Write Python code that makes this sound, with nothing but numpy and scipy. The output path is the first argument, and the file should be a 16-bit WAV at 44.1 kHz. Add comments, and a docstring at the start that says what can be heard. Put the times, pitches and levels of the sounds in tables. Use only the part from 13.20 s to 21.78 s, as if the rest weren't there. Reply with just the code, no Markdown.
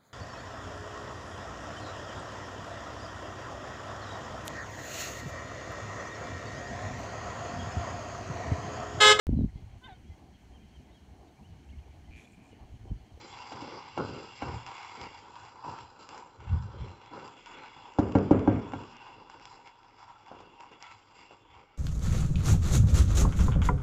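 """Wet rice simmers in a deep metal pan on a glass hob: gated grainy noise through air resonances, with
ticks of short decaying sines. A wooden spoon scrapes (coloured grains), shudders the pan (a random low
swing), bumps the wall, is rapped four times on the rim and laid down: each knock rings damped wall modes
and a noise tail from the small kitchen. Below lies a low hum of noise; a narrow-band microphone hears it."""
import sys
import numpy as np
from scipy import signal
from scipy.fft import rfft, irfft
from scipy.io import wavfile
from scipy.ndimage import uniform_filter1d

SR = 44100
rng = np.random.default_rng(int(sys.argv[2]) if len(sys.argv) > 2 else 0)


def store_wav(level_fs):
    """Save 16-bit WAV to argv[1]."""
    pcm = np.round(np.clip(np.atleast_2d(level_fs), -1, 1) * 32767)
    wavfile.write(sys.argv[1], SR, pcm.T.astype(np.int16))


def volts_from_decibels(level):
    """Turn decibel levels (scalar or array-like) into linear amplitude factors."""
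    exponent = np.asarray(level, float) / 20
    return 10 ** exponent


N = 378173  # samples


def unit(x):
    """Scale to rms 1."""
    return x / np.sqrt(np.mean(x ** 2))


def curve(rows):
    """Interpolate table columns over t/s, one value per sample."""
    s, *columns = np.transpose(rows)
    t = np.arange(N) / SR
    return [np.interp(t, s, column) for column in columns]


def colour(x, points):
    """Weigh a spectrum by (f/Hz, gain/dB) points, linear in dB over log frequency."""
    hz, db = np.transpose(points)
    f = np.maximum(np.arange(len(x) // 2 + 1) * SR / len(x), 1)
    gain = volts_from_decibels(np.interp(np.log(f), np.log(hz), db))
    return irfft(rfft(x) * gain, len(x))


def resonance(x, hz, width_hz):
    """Two-pole band-pass, gain 1 at the centre."""
    b, a = signal.iirpeak(hz, hz / width_hz, fs=SR)
    return signal.lfilter(b, a, x)


def walk(rate_hz):
    """Random levels held 1 / rate_hz and slewed twice; spread near 1."""
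    k = int(SR / rate_hz)
    held = np.repeat(rng.standard_normal(N // k + 1), k)
    slewed = uniform_filter1d(uniform_filter1d(held, k), k)
    return 1.27 * slewed[:N]


def grains(rate_hz, spread_db, share):
    """Smooth noise mixed with many one-sample pops of unequal, but bounded, size."""
    size_db = spread_db * np.minimum(rng.exponential(size=N), 4)
    hits = rng.random(N) < rate_hz / SR
    pops = hits * volts_from_decibels(size_db) * rng.choice([-1, 1], N)
    return unit(rng.standard_normal(N) + share * unit(pops))


def bursts(start_s, hold_s, db, rise_db_per_s, fall_db_per_s):
    """Gain of overlapping events that rise, hold and fall at fixed dB per second; powers add."""
    t = np.arange(0, N, 32) / SR
    since = t - start_s[:, None]
    rise_db = rise_db_per_s * np.maximum(-since, 0)
    fall_db = fall_db_per_s * np.maximum(since - hold_s[:, None], 0)
    gains = volts_from_decibels(db[:, None] - rise_db - fall_db)
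    return np.interp(np.arange(N) / SR, t, np.sqrt((gains ** 2).sum(axis=0)))


# hum spectrum: f/Hz, relative level/dB
KITCHEN_SPECTRUM = [(20, 6.5), (40, 14), (60, -11.5), (102, 7.5), (180, -8.5), (290, 0), (420, -5.5),
                    (615, -6.5), (750, -15.5), (1000, -40.5)]
KITCHEN_DB = -65


def kitchen():
    """Low hum of the room and hob: coloured noise, its level drifting slowly."""
    hum = unit(colour(rng.standard_normal(N), KITCHEN_SPECTRUM))
    return volts_from_decibels(KITCHEN_DB + 2 * walk(2.2)) * hum


# spoon against the pan: t/s, level/dB, contact/ms, thump/dB, crack/dB
KNOCKS = [(0.321, -31.5, 0.21, -14, -11.5), (0.42, -32.5, 0.91, -7, -12.5), (0.776, -22.5, 0.33, -36, -19),
          (0.886, -39.5, 0.56, 5.5, -22), (1.222, -24.5, 0.24, -12, -19), (2.447, -34.5, 0.45, -21, -31),
          (3.916, -39, 0.65, -11, -31), (4.164, -45.5, 0.6, -23, -13), (4.786, -12, 0.66, -3.5, -25.5),
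          (4.952, -15.5, 0.42, 2.5, -25.5), (5.109, -12, 0.81, 2, -29.5), (5.275, -14, 0.54, 1, -32),
          (5.535, -26, 0.22, -6, -22), (7.115, -29.5, 0.84, -27.5, -33), (7.203, -38, 0.77, -23, -15),
          (7.515, -48.5, 0.48, -23, -8), (8.109, -41, 0.52, -35, -19)]
# pan wall modes: f/Hz, relative level/dB, t60/s
PAN_MODES = [(102, -11.5, 0.5), (159, -26, .4), (195.4, -13, 0.44), (214, -16, 0.16), (280, -14, 0.075),
             (294.6, 4.5, 0.05), (306, -17, 0.62), (381.4, -19.5, 0.51), (431, -21.5, 0.55),
             (489, -15, 0.1), (550.4, -15.5, 0.24), (710, -20.5, 0.28), (798, -5.5, 0.041),
             (854, -13, 0.084), (955, -11.5, 0.058), (1086, -14, 0.037), (1381, -14.5, 0.088),
             (1574, -20.5, 0.12), (1860, -30, 0.034), (2210, -13, 0.027), (2770, -12, 0.025)]
# room tail spectrum: f/Hz, relative level/dB
ROOM_SPECTRUM = [(29, -38.5), (50, -10), (106, -1.5), (204, -11.5), (238, 1), (302, -7.5), (341, -12.5),
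                 (391, -6), (599, -16), (688, -18.5), (1410, -27.5), (1790, -37.5), (3000, -44),
                 (3900, -67.5), (6600, -120)]
ROOM_DB, ROOM_T60_S = -10.5, 0.64
LOW_MODE_HZ, LOW_DELAY_S = 600, 0.003094


def knocks():
    """A half-sine push rings the wall; the low modes follow a few ms late, as the whole pan jolts."""
    size = SR // 2
    out, t = np.zeros(N + size), np.arange(size) / SR
    hz, mode_db, t60_s = np.transpose(PAN_MODES)[:, :, None]
    low = hz < LOW_MODE_HZ
    late = np.maximum(t - LOW_DELAY_S * low, 0)
    rings = -np.sin(2 * np.pi * hz * late) * np.exp(-np.log(1000) * late / t60_s)
    room_decay = np.exp(-np.log(1000) * t / ROOM_T60_S) * (1 - np.exp(-t / 0.0018))
    # a free body radiates almost nothing below its lowest mode
    radiation = signal.butter(2, 70, "high", fs=SR, output="sos")
    for s, db, contact_ms, thump_db, crack_db in KNOCKS:
        scatter_db = 1.3 * rng.standard_normal((len(PAN_MODES), 1))
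        ring = (volts_from_decibels(mode_db + thump_db * low + scatter_db) * rings).sum(axis=0)
        push = np.sin(np.pi * np.clip(t[:200] * 1000 / contact_ms, 0, 1))
        blow = signal.fftconvolve(ring, push / push.sum())[:size]
        blow = signal.sosfilt(radiation, blow)
        # wet grains fly off the wood
        spray = resonance(rng.standard_normal(size), 2300, 3500)
        crack = volts_from_decibels(crack_db) * spray * np.exp(-t / 0.012)
        # walls and hob give back a dense, dull tail
        dull = unit(colour(rng.standard_normal(size), ROOM_SPECTRUM))
        tail = volts_from_decibels(ROOM_DB + thump_db) * dull * room_decay
        out[int(s * SR):][:size] += volts_from_decibels(db) * (blow + crack + tail)
    return out[:N]


# spoon scraping along the metal: start t/s, hold/s, level/dB
STROKES = [(0.315, 0.23, -48), (0.782, 0.02, -35), (.89, 0.056, -44), (0.99, 0.041, -51.5),
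           (1.235, 0.053, -45), (1.776, 0.046, -49.5), (2.166, 0.079, -68), (2.465, 0.041, -49.5),
           (2.562, 0.042, -59), (2.904, 0.074, -54), (3.203, 0.0096, -56), (3.3, 0.045, -57.5),
           (3.442, 0.051, -61), (3.54, 0.19, -53.5), (3.918, 0.1, -45), (4.167, .01, -58),
           (4.288, 0.15, -57.5), (4.56, .04, -61.5), (4.757, .03, -58), (5.606, .04, -56),
           (5.897, 0.12, -59.5), (6.149, 0.019, -57), (6.249, .03, -74), (6.35, .02, -62),
           (7.118, 0.15, -57.5), (7.403, 0.018, -64), (7.51, 0.022, -58), (7.72, .07, -70),
           (7.96, 0.029, -62.5), (8.11, 0.015, -60.5), (8.41, 0.018, -65)]
# scrape spectrum: f/Hz, relative level/dB per Hz
SCRAPE_SPECTRUM = [(88, -42.5), (150, -4.5), (195, -4.5), (289, -0.5), (334, 0.5), (535, -0.5),
                   (661, -13.5), (963, -8), (1500, -11.5), (1950, -57.5), (3300, -120)]
STROKE_RISE_DB_PER_S, STROKE_FALL_DB_PER_S = 1501, 149.5
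# grains settling between the strokes: initial level, fade
SETTLE_DB, SETTLE_FADE_DB_PER_S = -59, 1.6


def scrape():
    """Stick-slip of wood on wet metal: coloured grains in strokes over a fading settle."""
    t = np.arange(N) / SR
    start_s, hold_s, db = np.transpose(STROKES)
    strokes = bursts(start_s, hold_s, db, STROKE_RISE_DB_PER_S, STROKE_FALL_DB_PER_S)
    settle = volts_from_decibels(SETTLE_DB - SETTLE_FADE_DB_PER_S * t + 2.1 * walk(12))
    rasp = unit(colour(grains(150, 3.1, 0.84), SCRAPE_SPECTRUM))
    return rasp * np.hypot(strokes, settle) * volts_from_decibels(2.0 * walk(30))


# low shudders through the hob: start t/s, hold/s, level/dB, centre f/Hz
SHUDDERS = [(0.107, 0.02, -54.5, 92.4), (0.324, 0.026, -54, 112.4), (0.41, .04, -56, 122.9),
            (0.532, .03, -60, 119.5), (.71, 0.027, -60, 106.6), (0.786, 0.066, -43, 119.5),
            (0.88, 0.027, -44, 120.4), (1.228, 0.032, -44, 105.3), (1.271, 0.065, -38, 112.5),
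            (1.469, 0.0095, -54, 112.4), (1.814, 0.019, -51.5, 86.5), (1.983, 0.031, -62, 90),
            (2.173, 0.096, -61.5, 99.6), (2.474, 0.022, -48.5, 119.8), (2.601, 0.027, -55, 102),
            (2.917, 0.049, -61.5, 106.5), (3.2, 0.021, -50.5, 92), (3.268, .03, -39, 94.5),
            (3.303, .02, -31, 95), (3.331, 0.013, -25, 93.9), (3.4, .02, -42, 94.3),
            (3.442, 0.014, -36, 95), (3.51, 0.065, -46, 100.1), (3.592, .04, -38, 92.2),
            (3.684, 0.016, -48, 94), (3.849, 0.033, -62, 99.6), (3.926, 0.13, -61, 116.7),
            (4.564, 0.034, -62, 109.8), (5.55, 0.048, -47.5, 109.7), (5.947, 0.026, -61, 106.6),
            (6.248, 0.023, -66, 109), (6.854, 0.017, -67, 104), (7.098, .12, -66, 105),
            (7.7, .05, -65, 103), (7.974, 0.021, -62.5, 101), (8.307, 0.061, -60, 85.7)]
SHUDDER_RISE_DB_PER_S, SHUDDER_FALL_DB_PER_S = 700, 201
SHUDDER_REST_DB = -65.5  # initial tremble between shudders


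def shudder():
    """Lumpy shudder of the pan on the glass: a low swing of random size and phase, with an overtone."""
    t = np.arange(N) / SR
    start_s, hold_s, db, hz = np.transpose(SHUDDERS)
    phase = 2 * np.pi * np.cumsum(np.interp(t, start_s, hz)) / SR
    swing = walk(110) * np.sin(phase) + walk(110) * np.cos(phase)
    swing = swing + 0.21 * walk(90) * np.sin(2 * phase)
    jolts = bursts(start_s, hold_s, db, SHUDDER_RISE_DB_PER_S, SHUDDER_FALL_DB_PER_S)
    # fades as the grains settle
    rest = volts_from_decibels(SHUDDER_REST_DB - SETTLE_FADE_DB_PER_S * t)
    return unit(swing) * np.hypot(jolts, rest)


# bursting bubbles and snapping grains: t/s, relative level/dB, f/Hz, snap/dB
TICKS = [(0.1883, -34, 2740, -15), (0.3611, -34, 1530, -13), (1.342, -44, 2020, -15),
         (1.4646, -29, 2900, -10), (1.5812, -30, 2390, -29), (1.814, -28.5, 3500, -17),
         (2.156, -37, 3420, -24), (2.1994, -48, 2140, -14), (2.588, -28.5, 1610, -17),
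         (2.8904, -34.5, 2720, -2), (2.9786, -30, 1550, -9), (3.2037, -42, 2085, -18),
         (3.425, -48, 3420, -4), (3.8157, -41, 2770, -23), (3.861, -39, 2770, -16), (4.0784, -39, 2820, -6),
         (4.2604, -33.5, 2830, -12), (4.3858, -35, 2750, -28), (4.41, -49, 2480, -10),
         (4.7373, -40, 2770, -13), (4.9223, -31, 2810, -20), (4.9859, -31, 2760, -14),
         (5.1933, -34, 2780, -19), (5.5214, -29, 1580, -26), (5.7678, -38, 2640, -10),
         (6.099, -33.5, 1630, -14), (6.1978, -36.5, 2055, -18), (6.2546, -33, 3380, -8),
         (6.4745, -34, 2630, -20), (6.6322, -45, 2770, -23), (7.063, -38, 2166, -26),
         (7.1897, -44, 2680, -21), (7.4066, -35, 2660, -15), (7.52, -55, 2700, -24),
         (7.6252, -34.5, 3010, -1.5), (7.714, -33.5, 2120, -27)]
# air in the pan and before the microphone: f/Hz, nominal width/Hz, relative level/dB
HOLLOW = [(819, 37, -2.5), (871.4, 110, -1.5), (955.4, 147, 5.5), (1067, 115, -8), (1150, 190, -8),
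          (1330, 67, -1.5), (1440, 92, -5.5)]
# sizzle resonances: f/Hz, nominal width/Hz, relative level/dB
SIZZLE = [(2167, 260, -2.5), (2590, 67, -2.5), (2743, 163, 0), (3165, 136, -6), (3384, 98, -3)]
# finest sizzle resonances: f/Hz, nominal width/Hz, relative level/dB
FINEST = [(4076, 140, 0.5), (4866, 360, 2), (5091, 270, 0), (5410, 213, -1.5), (5730, 210, -7.5),
          (7106, 590, -7), (7365, 172, -5.5)]


def ticks():
    """A bubble bursts: a few cycles at its own pitch and a thin bright snap, coloured by the pan's air."""
    size = 400
    out, t = np.zeros(N + size), np.arange(size) / SR
    snap_tone = np.sin(2 * np.pi * 5600 * t) * np.exp(-t / 0.00012)
    for s, db, hz, snap_db in TICKS:
        bubble = np.sin(2 * np.pi * hz * t) * np.exp(-t / 0.00033)
        snap_noise = rng.standard_normal(size) * np.exp(-t / 0.002)
        snap = 3 * snap_tone + 0.26 * snap_noise
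        out[int(s * SR):][:size] += volts_from_decibels(db) * (bubble + volts_from_decibels(snap_db) * snap)
    direct = out[:N]
    air = sum(volts_from_decibels(db) * resonance(direct, hz, width_hz) for hz, width_hz, db in HOLLOW + SIZZLE + FINEST)
    return 0.54 * direct + 0.87 * air


# simmer level while the gate is closed: t/s, hollow hiss level/dB, sizzle level/dB,
# finest sizzle level/dB
GATED_SIMMER = [(0, -52.5, -55, -57.5), (1.1, -56, -56.5, -63), (1.44, -60, -56.5, -67),
                (1.9, -56.5, -61.5, -65.5), (3.1, -57.5, -71.5, -71.5), (4.2, -59, -62, -70),
                (5.7, -53.5, -60, -71.5), (6.1, -54.5, -65.5, -75), (6.7, -61, -69, -74.5),
                (7.8, -63.5, -65.5, -74.5), (8.575, -65, -72.5, -81)]
# noise gate opens on the simmer, holds and closes: start t/s, hold/s, hollow hiss level/dB,
# sizzle level/dB, finest sizzle level/dB
GATE_OPENINGS = [(0.136, 0.14, -53, -58, -70), (0.309, 0.29, -49.5, -63, -64.5),
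                 (0.65, 0.16, -53, -64, -67), (0.797, 0.3, -49.5, -59, -62),
                 (1.16, 0.0083, -54.5, -55, -57), (1.212, 0.17, -44, -57, -59),
                 (1.467, .39, -46.5, -53.5, -58), (1.941, 0.062, -51.5, -63, -64),
                 (2.158, .12, -52.5, -61, -66.5), (2.441, 0.17, -50.5, -59, -62),
                 (2.798, 0.028, -54, -62, -60), (2.893, 0.095, -47.5, -58, -61),
                 (3.202, .04, -52.5, -64.5, -72), (3.272, 0.032, -51, -62.5, -67.5),
                 (3.324, .04, -50, -63, -65.5), (3.418, 0.015, -55, -73, -63),
                 (3.498, 0.068, -53, -70, -70), (3.586, .11, -58, -60.5, -66.5),
                 (3.818, 0.09, -56, -62, -70), (3.933, 0.14, -48, -63, -62.5),
                 (4.17, 0.0079, -61, -59, -70), (4.267, 0.2, -49.5, -57, -66), (4.534, 0.13, -55, -63, -70),
                 (4.786, 0.814, -56, -65, -68.5), (5.585, 0.14, -54, -61, -67),
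                 (5.806, 0.075, -52.5, -62, -68.5), (6.098, 0.041, -53, -64, -68),
                 (6.213, 0.13, -55.5, -64.5, -66), (6.46, 0.024, -56, -60, -71),
                 (6.784, 0.052, -55.5, -65, -68.5), (6.889, 0.022, -55.5, -69, -75),
                 (6.987, 0.016, -59, -72, -76), (7.06, .15, -53, -64.5, -73.5),
                 (7.4, 0.029, -52.5, -65, -68.5), (7.52, 0.015, -55.5, -61.5, -70),
                 (7.606, 0.11, -52.5, -57, -64.5), (7.9, 0.017, -59, -72, -79),
                 (7.95, .09, -57, -63, -67.5), (8.112, 0.022, -60.5, -68.5, -71.5),
                 (8.304, 0.087, -57, -65.5, -74.5)]
GATE_RISE_DB_PER_S, GATE_FALL_DB_PER_S = 1499, 153


def simmer():
    """Fine bubbles excite air resonances that swell one by one; a noise gate opens on each range."""
    fizz = grains(900, 3.3, 0.94)
    start_s, hold_s, *open_levels_db = np.transpose(GATE_OPENINGS)
    ranges = (HOLLOW, SIZZLE, FINEST)
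    out = 0
    for peaks, closed_db, open_db in zip(ranges, curve(GATED_SIMMER), open_levels_db):
        body = 0
        for hz, width_hz, peak_db in peaks:
            wide_hz = 1.34 * width_hz
            # applied twice, so the valleys between peaks stay dark
            tone = resonance(resonance(fizz, hz, wide_hz), hz, wide_hz)
            body = body + volts_from_decibels(peak_db + 1.68 * walk(30) + 2.3 * walk(6)) * tone
        openings = bursts(start_s, hold_s, open_db, GATE_RISE_DB_PER_S, GATE_FALL_DB_PER_S)
        gain = np.hypot(volts_from_decibels(closed_db), openings)
        out = out + gain * unit(body) * volts_from_decibels(0.73 * walk(45))
    return out


def scene():
    """All sources, one channel."""
    return (kitchen() + knocks() + scrape() + shudder() + ticks() + simmer())[None]


def top_cut(x):
    """Nothing passes above the cut-off."""
    return signal.sosfilt(signal.butter(12, 15600, fs=SR, output="sos"), x)


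BOTTOM_HZ, TOP_HZ, HISS_DB = 43.5, 7620, -95


def record(dry):
    """Narrow-band microphone path: steep top, gentle bottom, then faint white converter hiss."""
    narrow = signal.sosfilt(signal.butter(24, TOP_HZ, fs=SR, output="sos"), dry)
    narrow = signal.sosfilt(signal.butter(2, BOTTOM_HZ, "high", fs=SR, output="sos"), narrow)
    hiss = volts_from_decibels(HISS_DB) * rng.standard_normal(dry.shape)
    return top_cut(narrow + hiss)


dry = scene()
out = record(dry)
store_wav(out)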